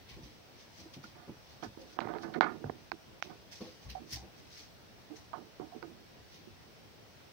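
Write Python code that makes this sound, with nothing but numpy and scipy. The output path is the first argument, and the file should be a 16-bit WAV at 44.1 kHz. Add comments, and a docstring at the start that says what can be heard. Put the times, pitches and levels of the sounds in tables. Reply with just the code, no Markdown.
"""A fox pads about on a straw-strewn wooden box in a quiet pen, close to a hand-held camera.
Paws thud on the hollow box (noise through its modes) and rustle the straw (coloured clicks); muzzle, fur
and fingers tick and scuff on the casing by the right microphone (pushes and clicks through casing modes).
Shaped noise makes the hiss, with a faint steady whine. The level dips just before and during loud
contacts, then returns quickly."""
import sys
import numpy as np
from scipy import signal
from scipy.io import wavfile
from scipy.ndimage import uniform_filter1d, minimum_filter1d

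SR = 44100
rng = np.random.default_rng(int(sys.argv[2]) if len(sys.argv) > 2 else 0)


def file_out(sig):
    """Save sig as 16-bit WAV at sys.argv[1]."""
    # one column per channel
    cols = np.atleast_2d(sig).T
    # limit, then scale
    lim = np.clip(cols, -1, 1)
    pcm = np.round(lim * 32767).astype(np.int16)
    wavfile.write(sys.argv[1], SR, pcm)


def makeup_ratio(level_db):
    """Linear amplitude ratio for a level in decibels (20 dB per factor of ten)."""
    decades = np.asarray(level_db, float) / 20
    return 10 ** decades


N = 322944

# Camera casing resonances. Each row: nominal pitch in Hz, width in Hz before damping, relative level in dB.
CASING_MODES = [(176.5, 94, -2.5), (239, 80, 0.5), (316, 76, 2), (427, 32, -6), (579, 86, -6.5),
                (742.3, 94, 1), (900, 128, -2.5), (1058, 84, -9.5), (1243, 108, -4), (1470, 103, -4.5),
                (1735, 205, -7), (2105, 260, -11), (2200, 590, -11), (2970, 820, -12.5), (4110, 600, -11),
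                (4500, 480, -28), (5800, 280, -27)]


def evened(x):
    """Scales to rms 1."""
    return x / np.sqrt(np.mean(x ** 2) + 1e-20)


def read(points, hz):
    """Reads a spectrum on a log-frequency axis."""
    f, value = np.transpose(points)
    return np.interp(np.log(hz + 1), np.log(f + 1), value)


def add(mix, start_s, sound, pan_db):
    """Mixes a sound in; pan_db is left minus right, and the louder side keeps its level."""
    part = mix[:, round(start_s * SR):][:, :sound.shape[-1]]
    sides = makeup_ratio(np.array([[min(pan_db, 0)], [min(-pan_db, 0)]]))
    part += (sound * sides)[:, :part.shape[1]]


def grains(shape, per_s, spread_db):
    """Random clicks of either sign; a few are large."""
    size = makeup_ratio(spread_db * np.minimum(rng.exponential(1, shape), 4)) * rng.standard_normal(shape)
    return size * (rng.random(shape) < per_s / SR)


def ring(x, modes, drive_db, damping=0.88):
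    """Parallel two-pass resonators; pitches shift a little from one contact point to the next."""
    detune = .03
    out = np.zeros(x.shape)
    for (hz, width_hz, db), shift in zip(modes, rng.uniform(-1.8, 1, len(modes))):
        r = np.exp(-np.pi * width_hz * damping / SR)
        zeros = [1 - r, 0, r - 1]
        pole = [1, -2 * r * np.cos(2 * np.pi * hz * (1 + detune * shift) / SR), r * r]
        once = signal.lfilter(zeros, pole, x)
        twice = signal.lfilter(zeros, pole, once)
        out += makeup_ratio(db + drive_db(hz)) * twice * np.sqrt(2 / (1 - r))  # evens out the mode widths
    return out


def near(contact_hz, octaves):
    """A contact excites best the modes near its own pitch."""
    return lambda hz: max(-6 * (np.log2(hz / contact_hz) / octaves) ** 2, -40.)


def stroke(rise_s, t60_s):
    """Quick swell, exponential fade."""
    t, rise_s = np.arange(SR // 2) / SR, max(rise_s, .002)
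    fade = makeup_ratio(-60 * np.maximum(t - rise_s, 0) / max(t60_s, .03))
    return np.minimum(t / rise_s, 1) ** 2 * fade


def hiss():
    """Microphone hiss and distant outdoor air as shaped noise, lumpier in the bass; a steady electrical whine."""
    # Spectrum of hiss and air. Each row: frequency in Hz, relative level in dB per Hz.
    air_colour = [(25, -17), (45, -51), (65, 3.5), (120, -1), (250, -5), (700, -8), (1100, -13),
                  (2000, -14.5), (5800, -17.5), (6900, -28.5), (10000, -31), (13700, -37), (14500, -24),
                  (15700, -22.5)]
    # Left-right likeness. Each row: frequency in Hz, correlation from 0 to 1.
    air_likeness = [(60, 0.085), (600, 0.18), (1500, 0.0051)]
    air_rms_db = -59.5 + 20 * np.log10(np.sqrt(2))
    whine_hz, whine_rms_db = 7818, -93

    frames, hz = N // 256 + 5, np.fft.rfftfreq(1024, 1 / SR)
    a, b, c, d, patches = rng.standard_normal((frames, 513, 5)).T
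    patches = evened(uniform_filter1d(uniform_filter1d(patches, 8, 0), 14, 1))
    same = np.clip(read(air_likeness, hz), -1, 1)[:, None]
    left = a + 1j * b
    right = same * left + np.sqrt(1 - same ** 2) * (c + 1j * d)
    lumpy_db = read([(100, 1.5), (1000, 1.), (6000, .8)], hz)[:, None]  # (Hz, patch depth in dB)
    z = np.array([left, right]) * makeup_ratio(read(air_colour, hz)[:, None] + lumpy_db * patches)
    air = evened(signal.istft(z, nperseg=1024, noverlap=768)[1][:, :N]) * makeup_ratio(air_rms_db)
    whine = makeup_ratio(whine_rms_db) * np.sqrt(2) * np.sin(2 * np.pi * whine_hz * np.arange(N) / SR)
    return air + whine


def straw():
    """Dense snaps of stalks, coloured frame by frame around the brightest band of each rustle."""
    # Rustles. Each row: time of the peak in s, relative level in dB, brightest band in Hz,
    # swell in s over 20 dB, fade in s over 20 dB.
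    rustles = [(0.095, -51, 3300, .017, .12), (.238, -57, 4500, 0.028, 0.17), (.612, -58, 4530, 0.1, 0.072),
               (.8, -53.5, 4900, 0.11, 0.11), (.942, -48, 4130, 0.013, .035),
               (1.036, -55.5, 4500, .01, .14), (1.542, -60, 4230, 0.21, .036),
               (1.638, -50.5, 4850, 0.018, 0.067), (1.82, -55.5, 4630, 0.031, 0.026),
               (1.93, -59.5, 4650, 0.19, 0.07), (2.226, -53.5, 4500, .015, 0.055),
               (3.231, -52, 3750, 0.027, .11), (3.522, -47.5, 5400, .012, 0.13),
               (3.612, -53.5, 4300, 0.028, 0.26), (3.834, -57.5, 5050, 0.034, 0.083),
               (3.901, -48, 3620, 0.017, 0.076), (4.135, -39, 5500, 0.044, 0.072),
               (4.384, -61.5, 4570, 0.071, 0.16), (4.534, -54.5, 4940, 0.062, .1),
               (4.594, -50.5, 4980, .12, .11), (5.164, -53.5, 5440, .02, 0.074),
               (6.348, -56, 4100, .08, 0.1)]
    # Spectrum of straw. 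Each row: frequency in Hz, relative level in dB per Hz.
    straw_colour = [(900, -20), (2000, 0.5), (3500, -6), (6000, -2.5), (6900, -16), (9000, -16),
                    (12500, -19.5), (13800, -26), (14600, -10), (15700, -16)]
    # Harder rustles reach higher. Each row: rustle level in dB, greatest cut above the brightest band in dB.
    skirt = [(-51, 8.5), (-37, 0)]

    hz, t, z = signal.stft(grains((2, N), 5000, 0.67), SR, nperseg=512)
    hz = hz[:, None]
    peak_s, peak_db, bright_hz, swell_s, fade_s = np.transpose(rustles)[:, :, None]
    rustle_db = peak_db - 20 * np.maximum((peak_s - t) / swell_s, (t - peak_s) / fade_s)
    envelope = np.sqrt((makeup_ratio(rustle_db) ** 2).sum(0))
    bright = bright_hz[rustle_db.argmax(0), 0]  # the loudest rustle sets the band
    above_db = np.interp(rustle_db.max(0), *np.transpose(skirt))
    skirt_db = np.where(hz > bright, above_db, skirt[0][1])
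    cut_db = np.minimum(9 * np.log2((hz + 1) / bright) ** 2, skirt_db)
    colour = makeup_ratio(read(straw_colour, hz) - cut_db)
    colour /= np.sqrt((colour ** 2).mean(0) * (abs(z) ** 2).mean() * 480)
    # bundles of stalks ring briefly in narrow bands
    bundles = uniform_filter1d(rng.standard_normal(z.shape), size=6, axis=2)
    bundles = evened(uniform_filter1d(bundles, size=2, axis=1))
    colour = colour * makeup_ratio(3.5 * bundles)
    return signal.istft(z * colour * envelope, SR, nperseg=512)[1][:, :N]


def scuff(drive_rms_db, t60_s, hz, octaves):
    """Dense stick-slip clicks under a brushing stroke ring the casing; each side hears other clicks."""
    rise_s, rasp_hz = 0.0033, 2200
    slips = makeup_ratio(drive_rms_db) * evened(grains((2, SR // 2), 3000, 2.46))
    body = [mode for mode in CASING_MODES if mode[0] <= rasp_hz]
    rasp = [mode for mode in CASING_MODES if mode[0] > rasp_hz]
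    drive_db = near(hz, max(octaves, .1))
    # the rasp comes from the first, fastest part of the stroke and dies sooner
    return (ring(slips * stroke(rise_s, t60_s), body, drive_db)
            + ring(slips * stroke(rise_s, t60_s * .55), rasp, drive_db))


def tick(peak_db, hz, t60_s):
    """Press, release half a cycle later and a small rebound, softer at lower pitch, through the damped casing."""
    t, cycle = np.arange(4000) / SR, SR / hz
    push = np.zeros(len(t))
    push[np.round(cycle * np.array([0, .5, 1.6])).astype(int)] = -.8, 1, .3
    push = np.convolve(push, np.hanning(round(0.29 * cycle) + 3))[:len(t)]
    sound = ring(push, CASING_MODES, near(hz, octaves=1.5), damping=3.5) * makeup_ratio(-60 * t / t60_s)
    return makeup_ratio(peak_db) * sound / abs(sound).max()


def casing_contacts():
    """Ticks and scuffs on the casing, far to the right, dulled by the microphone port's low-pass."""
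    # Hard ticks. Each row: start in s, peak in dB ahead of the port, contact pitch in Hz, added fade t60 in s.
    tick_events = [(1.04, -37, 1450, .037), (1.773, -33.5, 324, 0.13), (1.989, -7.5, 1090, 0.029),
                   (2.005, -22, 2596, 0.041), (2.053, -25, 318, 0.085), (2.073, -23.5, 710, .045),
                   (2.138, -26, 1180, 0.018), (2.185, -28, 1470, 0.014), (2.409, 13, 1332, 0.024),
                   (2.444, -17, 900, 0.025), (2.6417, -21.5, 536, 0.046), (2.697, -19.5, 650, 0.12),
                   (2.9177, -11, 1550, .03), (3.2251, -7, 2130, 0.015), (5.332, -29, 1100, .05),
                   (5.598, -26.5, 407, .09), (5.827, -27.5, 1550, 0.037)]
    # Scuffs. Each row: start in s, rms of the clicks in dB ahead of stroke and casing,
    # fade t60 of the stroke in s (30 ms at least), contact pitch in Hz, spread in octaves.
    scuff_events = [(1.035, -40.5, .054, 1510, 0.47), (1.15, -58.5, 1, 1200, 2.1),
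                    (1.622, -37, 0.11, 695, 4), (1.776, -55.5, 1, 300, 1.4), (1.96, -47, .6, 300, 2.6),
                    (2.004, -39, 0.33, 695, 3), (2.079, -37.5, 0.23, 400, 2.05),
                    (2.137, -37.5, 0.28, 300, 2.2), (2.225, -39.5, 0.54, 300, 1.37),
                    (2.226, -37.5, 0.22, 1420, 0.54), (2.336, -30.5, .11, 2480, 2.03),
                    (2.354, -34, 0.85, 300, 0.94), (2.411, -21, 0.083, 2000, 2),
                    (2.422, -29.5, 0.21, 1520, 1.55), (2.438, -32, 0.028, 500, 4),
                    (2.452, -40.5, 0.36, 300, 1), (2.456, -33, 0.24, 1330, 0.55),
                    (2.602, -48, .41, 277, .7), (2.648, -42.5, 0.27, 300, 1.57),
                    (2.92, -43, 0.087, 276, 0.99), (3.24, -47, 0.29, 280, 1.34),
                    (3.293, -48.5, 0.21, 300, 2.5), (3.947, -33, .12, 720, 0.25),
                    (3.99, -49.5, 0.7, 300, 0.62), (5.094, -45, 0.31, 395, 0.83),
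                    (5.33, -32, 0.053, 1040, 0.38), (5.343, -40, 0.15, 785, 1.08),
                    (5.365, -43.5, 0.34, 336, 0.93), (5.597, -41, 0.25, 304, 1.5),
                    (5.716, -39, .12, 780, 0.23), (5.744, -38, 0.087, 290, .8),
                    (5.822, -37.5, 0.083, 300, 1.9), (5.852, -48.5, 0.51, 257, 0.77),
                    (6.468, -39, 0.072, 275, 0.34)]
    tick_pan_db, scuff_pan_db, port_cut_hz = -28, -27, 6400

    casing = np.zeros((2, N))
    for start_s, *knock in tick_events:
        add(casing, start_s, tick(*knock), tick_pan_db)
    for start_s, *brush in scuff_events:
        add(casing, start_s, scuff(*brush), scuff_pan_db)
    return signal.sosfilt(signal.butter(6, port_cut_hz, fs=SR, output="sos"), casing)


def thud(level_db, t60_s, hz, octaves):
    """A soft pad lands unevenly and settles, and the hollow box booms."""
    # Box resonances. Each row: nominal pitch in Hz, width in Hz before damping, relative level in dB.
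    box_modes = [(66, 20, -6.5), (100, 42, 0), (137.5, 17, -2.5), (180, 96, 6.5), (233, 95, -2),
                 (308.6, 42, 5), (386, 86, -1.5), (500, 32, 1.5), (643, 44, 2), (800, 106, 8),
                 (1100, 34, 9), (1930, 150, -3)]
    both, each = rng.standard_normal(SR // 2), rng.standard_normal((2, SR // 2))
    landing = (both + 0.54 * each) * stroke(0.0077, t60_s)
    sound = ring(landing, box_modes, near(hz, max(octaves, .1)), damping=1.45)
    return makeup_ratio(level_db) * sound / np.sqrt(np.sum(sound ** 2) / (.1 * SR))


def paw_falls():
    """Paws land on the box, in the middle of the image."""
    # Paw falls. Each row: start in s, level in dB (energy of both sides spread over 0.1 s),
    # fade t60 of the landing in s, contact pitch in Hz, spread in octaves.
    fall_events = [(0.103, -50.5, 0.39, 68.5, 0.38), (.159, -52, .34, 180, 1.01),
                   (.224, -53, 0.072, 71.6, 0.48), (.249, -58, 0.23, 250, 0.54),
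                   (.78, -58.5, 0.22, 200, 1.46), (0.847, -55, 0.12, 285, 0.35),
                   (.959, -51, 0.16, 130, 0.49), (1.037, -56.5, 0.088, 149, 1.1),
                   (1.272, -52, .2, 201, 1.1), (1.288, -47, 0.064, 197, 0.92),
                   (1.651, -50, 0.18, 102, 0.94), (1.778, -54.5, 0.28, 470, 0.22),
                   (2.041, -53.5, .12, 82.6, 0.45), (2.242, -53, 0.17, 154, .88),
                   (2.638, -42, 0.083, 99, 0.58), (2.701, -56, 0.03, 91, 0.95),
                   (3.601, -44, .19, 259, 1.13), (3.649, -53, 0.27, 404, 0.55),
                   (3.844, -45, 0.33, 66, 0.38), (3.9, -57.5, 0.43, 117, 0.55),
                   (4.116, -45.5, 0.4, 70, 0.44), (4.15, -57, .59, 800, .16),
                   (4.222, -54.5, 0.25, 282, 0.92), (6.496, -59, 0.13, 78, 0.65)]
    box = np.zeros((2, N))
    for start_s, *fall in fall_events:
        add(box, start_s, thud(*fall), 0)
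    return box


def scene():
    """Hiss and straw on both sides, casing contacts on the right, paw falls in the middle."""
    return hiss() + straw() + casing_contacts() + paw_falls()


def top_cut(x):
    """Nothing passes above the cut-off."""
    return signal.sosfilt(signal.butter(12, 16610, fs=SR, output="sos"), x)


def record(dry):
    """Rumble cut; the level dips just before and during loud contacts, then returns quickly; band edge."""
    rumble_cut_hz, edge_hz = 38, 15800
    lead_s, threshold_db, fall_db_per_s = 0.017, -21.5, 6800.0
    dip_per_db = 0.437  # dB of dip per dB over the threshold

    dry = signal.sosfilt(signal.butter(2, rumble_cut_hz, "high", fs=SR, output="sos"), dry)
    lead = round(lead_s * SR)
    peak_db = 20 * np.log10(abs(dry).max(0) + 1e-9)
    coming_db = -minimum_filter1d(-peak_db, lead, origin=-(lead // 2))  # loudest peak within the lead
    fall_db = np.arange(N) * fall_db_per_s / SR
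    held_db = np.maximum.accumulate(coming_db + fall_db) - fall_db
    over_db = np.maximum(held_db - threshold_db, 0)
    dipped = dry / makeup_ratio(dip_per_db * uniform_filter1d(over_db, size=40))
    edge = signal.firwin(511, edge_hz, window=("kaiser", 9), fs=SR)
    edged = signal.oaconvolve(dipped, edge[None], "same")
    return top_cut(edged)


dry = scene()
out = record(dry)
file_out(out)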